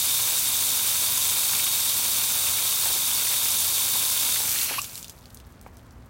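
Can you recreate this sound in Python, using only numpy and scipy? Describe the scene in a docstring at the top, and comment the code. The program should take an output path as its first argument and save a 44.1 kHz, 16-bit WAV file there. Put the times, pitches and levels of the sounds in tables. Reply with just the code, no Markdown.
"""Water hisses and splatters as a hose nozzle sprays a wooden slab close by, then patters out and drips.
The hiss is thousands of droplets hitting the wood, and the rushing water makes the nozzle sing.
Blobs slap down and the nozzle knocks in the hand. Its valve closes with a squeeze of hiss and a gulp
of trapped air, and the last drops tick and crackle. A machine hums far off in the yard."""
import sys
import numpy as np
from scipy import signal
from scipy.fft import rfft, irfft, next_fast_len
from scipy.io import wavfile
from scipy.ndimage import map_coordinates

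SR = 44100
rng = np.random.default_rng(int(sys.argv[2]) if len(sys.argv) > 2 else 0)


def inscribe(sig):
    """Save sig as 16-bit PCM at rate SR to the path in sys.argv[1].

    A 1-D sig is mono; a 2-D sig holds one channel per row.
    Samples are clipped to [-1, 1] before scaling.
    """
    pcm = np.round(np.clip(np.atleast_2d(sig).T, -1, 1) * 32767)
    wavfile.write(sys.argv[1], SR, pcm.astype(np.int16))


N = 268569

CLOSE_S, SHUT_S, SEAL_S = 4.38, 4.795, 0.01  # the valve starts closing, shuts, and takes this long to seal


def amp(db):
    """Turn decibels into a number to multiply a sound by."""
    return 10 ** (np.asarray(db) / 20)


def unit(x):
    """Scale a sound to an average strength (rms) of 1."""
    return x / np.sqrt(np.mean(x ** 2) + 1e-20)


def wobble(rate):
    """A smooth random curve that passes through rate random values a second."""
    return map_coordinates(rng.standard_normal(int(N * rate / SR) + 4), [np.arange(N) * rate / SR])


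def filtered(x, response):
    """Multiply each frequency in x by response(frequency)."""
    size = next_fast_len(len(x) + 8192)
    return irfft(rfft(x, size) * response(np.fft.rfftfreq(size, 1 / SR)), size)[:len(x)]


def coloured(x, points, size=8192):
    """Shape the bass and treble of x along points of (frequency [Hz], level [dB])."""
    hz, db = np.transpose(points)
    grid = np.fft.rfftfreq(size, 1 / SR)
    gain = amp(np.interp(np.log(grid + 1), np.log(hz + 1), db))
    cepstrum = irfft(np.log(gain))
    cepstrum[1:size // 2] *= 2  # folded so that the filter rings only after a hit, never before
    cepstrum[size // 2 + 1:] = 0
    return signal.fftconvolve(x, irfft(np.exp(rfft(cepstrum))))[:len(x)]


def resonate(x, modes):
    """Make x ring at each (pitch [Hz], width [Hz], level [dB]); narrower rings longer."""
    return filtered(x, lambda f: sum(amp(db) * 1j * f * w / (hz * hz - f * f + 1j * f * w)
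                                     for hz, w, db in modes))


def impacts(rate, spread_db):
    """About rate random hits a second, most small and a few large."""
    size = amp(spread_db * np.minimum(rng.standard_normal(N), 2.2))
    return unit((rng.random(N) < rate / SR) * size * rng.choice([-1, 1], N))


def pings(count, hz, octaves, cycles, spread_db):
    """Drops or bubbles at random times, each a fading ping of its own pitch and size."""
    start = rng.integers(0, N, count)[:, None]
    pitch, size = np.clip(rng.standard_normal((count, 2)), -2, 2).T[..., None]
    step = np.arange(256)
    turns = np.minimum(hz * 2 ** (octaves * pitch), SR / 3) * step / SR
    waves = amp(spread_db * size) * np.sin(2 * np.pi * turns) * np.exp(-turns / cycles)
    return unit(np.bincount((start + step).ravel(), waves.ravel(), N)[:N])


def drone(tones, waver_db, drift):
    """Low tones that waver in loudness and slightly in pitch."""
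    t = np.arange(N) / SR
    return sum(amp(db + waver_db * wobble(7.6)) * np.sqrt(2)
               * np.sin(2 * np.pi * hz * t + drift * wobble(14)) for hz, db in tones)


def add(out, s, db, sound):
    """Mix a sound in at s seconds with its peak at db."""
    out[round(s * SR):][:len(sound)] += amp(db) * sound / np.abs(sound).max()


def flow_db():
    """How much water reaches the slab: steady, choked by the valve, a last slosh, then a dribble."""
    # water arriving, with 0 dB for the open jet: (time [s], flow [dB])
    flow = [(0, 0), (4.35, 0), (4.55, -1), (4.62, -1), (4.77, -12), (4.84, -12), (4.885, -18.5),
            (4.97, -15.5), (5.13, -35), (5.4, -44.5), (6.09, -50)]
    times, levels = np.transpose(flow)
    return np.interp(np.arange(N) / SR, times, levels)


def valve():
    """The squeeze on the valve (0 open, 1 closed) and whether water still passes (1 until it shuts)."""
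    t = np.arange(N) / SR
    squeeze = np.clip((t - CLOSE_S) / (SHUT_S - CLOSE_S), 0, 1)
    passing = np.clip((SHUT_S + SEAL_S - t) / SEAL_S, 0, 1)
    return squeeze, passing


def slab_echo(x, gain_db, delay_ms, sway_ms):
    """The wet slab reflects the hiss; the delay sways with the hand, so the tone shifts."""
    lag = (delay_ms + sway_ms * wobble(2.5)) * SR / 1000
    return x + amp(gain_db) * map_coordinates(x, [np.arange(N) - lag])


def spray():
    """Droplets hit the slab in clumps over a smooth mist; the nozzle sings, then the valve hisses."""
    # tone of droplets hitting wood: (frequency [Hz], level [dB])
    hiss_shape = [(40, -63), (200, -27), (900, -16), (1850, -17), (2350, -16.5), (3350, -7.5), (4050, -6.5),
                  (5200, -4), (6200, -0.5), (6900, -2), (8300, 1), (9000, -0.5), (11700, -0.5), (15000, 0)]
    # peaks in the spray's tone, the nozzle's low ringing notes and high ripples from the slab's
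    # reflection: (pitch [Hz], width [Hz], level [dB])
    spray_peaks = [(1040, 164, -8.5), (3617, 153, -1.5), (3766, 124, 2), (4400, 300, -3),
                   (6070, 336, -13.5), (7830, 260, -8.5), (9500, 530, -1.5), (10800, 450, -13),
                   (13370, 760, -6), (14900, 640, -15)]
    # where the slit of the nearly shut valve rings: (pitch [Hz], width [Hz], level [dB])
    slit_rings = [(2870, 680, 1.5), (4300, 570, 2.5), (5450, 390, -2), (10940, 580, 4.5), (12100, 420, 1),
                  (12670, 450, -9)]
    hiss_db, peaks_db, slit_db = -23, -30, -25.5
    peaks_fade_db, waver_ms = 39, 0.1186
    flow = flow_db()
    squeeze, passing = valve()
    clumps = amp(.8 * wobble(45) + 1.1 * wobble(350))
    droplets = unit(clumps * impacts(rate=6500, spread_db=4.5))
    # tiny bubbles in the film of water
    fizz = amp(-8.5) * pings(count=5000, hz=7990, octaves=0.5, cycles=5.4, spread_db=3.0)
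    mist = amp(-1.5) * rng.standard_normal(N)
    hiss = coloured(droplets + fizz + mist, hiss_shape)
    hiss = amp(hiss_db) * unit(slab_echo(hiss, gain_db=-17, delay_ms=2.2, sway_ms=0.041))
    waver = np.arange(N) + waver_ms * wobble(30) * SR / 1000  # swirling water bends the pitch
    peaks = resonate(rng.standard_normal(N), spray_peaks)
    peaks = unit(map_coordinates(peaks, [waver], order=5))
    peaks *= amp(peaks_db - peaks_fade_db * squeeze + 0.49 * wobble(25.2))
    slit = unit(resonate(rng.standard_normal(N), slit_rings))
    slit *= amp(slit_db + 0.52 * flow) * squeeze ** 1.4 * passing
    return amp(0.18 * wobble(14)) * (amp(flow) * (hiss + peaks) + slit)


def splatter():
    """Heavier water churns on the slab in uneven bursts, and stands out more as the jet weakens."""
    # tone of the churning water: (frequency [Hz], level [dB])
    churn_shape = [(40, -55), (130, -11), (210, -6), (380, -8.5), (600, -5.5), (1050, -2), (1300, -1.5),
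                   (1550, -1), (1870, -7), (2300, 3), (3100, -1), (5000, -9), (12000, -40.5)]
    level_db, squeeze_boost_db = -38, 9
    squeeze, passing = valve()
    bursts = amp(0.58 * wobble(21.91) + 1.5 * wobble(110))
    churn = unit(coloured(bursts * impacts(rate=2500, spread_db=3.5), churn_shape))
    return amp(level_db + 0.78 * flow_db() + squeeze_boost_db * squeeze ** 3 * passing) * churn


def runoff():
    """Fat drops fall off the slab's edge onto the ground; they outlast the jet."""
    drops = pings(count=3000, hz=7800, octaves=0.65, cycles=1.3, spread_db=6.5)
    patter = unit(coloured(drops, [(60, -65), (500, -13), (1900, -16.5), (3500, 0.5), (15000, -11.0)]))
    return amp(-38.5 + 0.67 * flow_db()) * patter


def yard():
    """Outdoor rumble and a far machine's hum; a low throb comes up as the recorder's gain rises."""
    # tone of the outdoor rumble: (frequency [Hz], level [dB])
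    rumble_shape = [(22, -34), (38, -13.5), (62, 0.5), (100, -2.5), (170, -6.5), (250, -8.5), (330, -13.5),
                    (600, -15.5), (850, -17.5), (1250, -19), (1700, -22), (2800, -31.5), (7000, -39),
                    (15500, -52)]
    # the machine's hum: (pitch [Hz], level [dB])
    hum_tones = [(64.6, -66.5), (118.4, -56.5), (150.7, -80), (242.2, -60.5)]
    rise_start_s, rise_length_s, throb_hz = 4.95, 0.13, 61.4  # the rise comes after the spray stops
    rumble = unit(coloured(rng.standard_normal(N), rumble_shape))
    gain_rise = np.clip((np.arange(N) / SR - rise_start_s) / rise_length_s, 0, 1)
    throb = resonate(rng.standard_normal(N), [(throb_hz, 30, 0)])
    throb = unit(resonate(throb, [(throb_hz, 60, 0)]))
    hum = drone(hum_tones, waver_db=1.5, drift=0.37)
    return amp(-51) * rumble + amp(-2.5) * hum + amp(-52.5) * gain_rise * throb


def hose():
    """The hose drones as water runs through it, and fades as the flow drops."""
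    # the hose's low notes: (pitch [Hz], level [dB])
    hose_tones = [(76, -10), (91, 2), (123, -6.5), (151, -8.5)]
    return amp(-54 + 0.36 * flow_db()) * unit(drone(hose_tones, waver_db=2, drift=1.24))


def slaps():
    """Thick blobs of water land as soft, wet bursts, all near one pitch."""
    # blobs landing: (time [s], level [dB])
    blobs = [(1.593, -23.5), (2.4658, -22), (2.581, -24.5), (3.269, -25), (3.3134, -28), (4.3584, -22.5),
             (4.556, -24.5), (4.5947, -30), (4.6895, -26), (4.7366, -24)]
    pitch_hz, scatter_octaves = 2480, .08
    out, t = np.zeros(N + SR), np.arange(SR // 12) / SR
    for s, db in blobs:
        hz = pitch_hz * 2 ** (scatter_octaves * rng.standard_normal())
        burst = rng.standard_normal(len(t)) * (1 - np.exp(-t / 0.0011)) * amp(-60 * t / 0.06)
        slap = resonate(burst, [(hz, .55 * hz, 0)])
        add(out, s, db + .5, resonate(slap, [(hz, hz, 0)]))
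    return out[:N]


def knocks():
    """Short bumps ring the nozzle, dulled by the hand around it; a faint rub trails each one."""
    # bumps on the nozzle: (time [s], level [dB], rub compared with the bump [dB])
    bumps = [(2.856, -26.5, -3), (2.902, -29, -5), (2.96, -34, -5), (3.955, -29.5, -6), (4.405, -28.5, -9),
             (4.71, -26.5, -7), (5.6635, -32.5, -17)]
    # where the hand-held nozzle rings: (pitch [Hz], width [Hz], level [dB])
    grip_rings = [(291, 59, -2), (540, 250, 7.5), (880, 200, 14), (1616, 310, 0), (2330, 400, -16)]
    dull_shape = [(100, -9.0), (250, 3.5), (2500, 1), (3500, -16), (12000, -28.0)]
    out, t = np.zeros(N + SR), np.arange(SR // 6) / SR
    for s, db, rub_db in bumps:
        push = rng.standard_normal(len(t)) * (amp(-60 * t / 0.0092) + amp(rub_db - 60 * t / 0.13))
        add(out, s, db + 2.5, coloured(resonate(push, grip_rings), dull_shape))
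    return out[:N]


def drips():
    """Each drop lands with a bright click, a tick around its own pitch and a short spatter."""
    # single drops: (time [s], level [dB], pitch [Hz], spatter compared with the tick [dB])
    drops = [(4.631, -8, 12300, -13), (4.645, -8, 12100, -13), (4.817, -16, 6920, -15),
             (4.8434, -19, 3500, -13), (4.9551, -17.5, 6060, -12), (4.9774, -22, 6630, -13),
             (5.028, -22.5, 6250, -13), (5.044, -24, 3610, -9), (5.0814, -26, 6870, -13),
             (5.096, -23.5, 6440, -7), (5.256, -34, 3790, -11), (5.3035, -38, 4890, -8),
             (5.3455, -27, 12100, -13), (5.3717, -31.5, 6460, -13), (5.4006, -35.5, 3740, -13),
             (5.523, -40, 6940, -11), (5.613, -32, 10200, -19), (5.7695, -36, 5880, -10),
             (5.7814, -45, 6800, -13), (5.908, -44.5, 5770, -13)]
    click_s, tick_s, spatter_s = .003, 0.0051, 0.066  # time each takes to fade by 60 dB
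    bright_shape = [(500, -20), (2000, -10), (3500, -0.5), (15000, -1.5)]
    out, t = np.zeros(N + SR), np.arange(SR // 12) / SR
    for s, db, hz, spatter_db in drops:
        fade = amp(-60 * t / tick_s) + amp(spatter_db - 60 * t / spatter_s)
        tick = resonate(rng.standard_normal(len(t)) * fade, [(hz, 0.86 * hz, 0)])
        click = rng.standard_normal(len(t)) * amp(-12 - 60 * t / click_s)
        add(out, s + 0.0004, db - 0.5, coloured(tick + click, bright_shape))
    return out[:N]


def gulp():
    """As the valve shuts, air pockets ring roughly, rising in pitch as they shrink."""
    # air pockets: (time [s], pitch [Hz], level [dB], fade time [s], rise per fade time [octaves])
    pockets = [(4.787, 1097, -22, 0.00508, 0.13), (4.792, 2630, -22.5, 0.0035, 0.098)]
    t, out = np.arange(N) / SR, np.zeros(N)
    for s, hz, db, fade_s, rise in pockets:
        age = np.clip((t - s) / fade_s, -6, 6)
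        phase = 2 * np.pi * np.cumsum(hz * 2 ** (rise * age)) / SR + 0.26 * wobble(870)
        out += amp(db) * np.exp(-age ** 2) * np.sin(phase)
    return out


def trickle():
    """Once the valve has shut, tiny drops crackle off the wet slab and slowly die away."""
    start_db, fade_db_per_s = -57, 8.5
    age = np.arange(N) / SR - SHUT_S
    ticks = coloured(impacts(rate=170, spread_db=8), [(300, -25), (2000, -10), (4000, -5), (15000, 0)])
    crackle = unit(ticks + amp(-1) * surroundings(ticks, fade_s=.03))
    return amp(start_db - fade_db_per_s * age) * (age > 0) * crackle


def surroundings(x, fade_s):
    """A brief echo off the sawmill frame and the ground, falling 60 dB in fade_s seconds."""
    t = np.arange(SR // 3) / SR
    tail = rng.standard_normal(len(t)) * amp(-60 * t / fade_s) * (t > .004)
    return signal.fftconvolve(x, tail / np.linalg.norm(tail))[:N]


def scene():
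    """All the sounds reach one microphone, so both ears hear the same."""
    hits = drips() + slaps() + knocks() + gulp()
    water = spray() + splatter() + runoff() + trickle()
    mono = water + hits + amp(-15.0) * surroundings(hits, fade_s=0.13) + yard() + hose()
    return np.array([mono, mono])


def record(dry):
    """The very highest treble is cut away."""
    top_hz = 15900
    return np.array([filtered(x, lambda hz: hz < top_hz) for x in dry])


dry = scene()
out = record(dry)
inscribe(out)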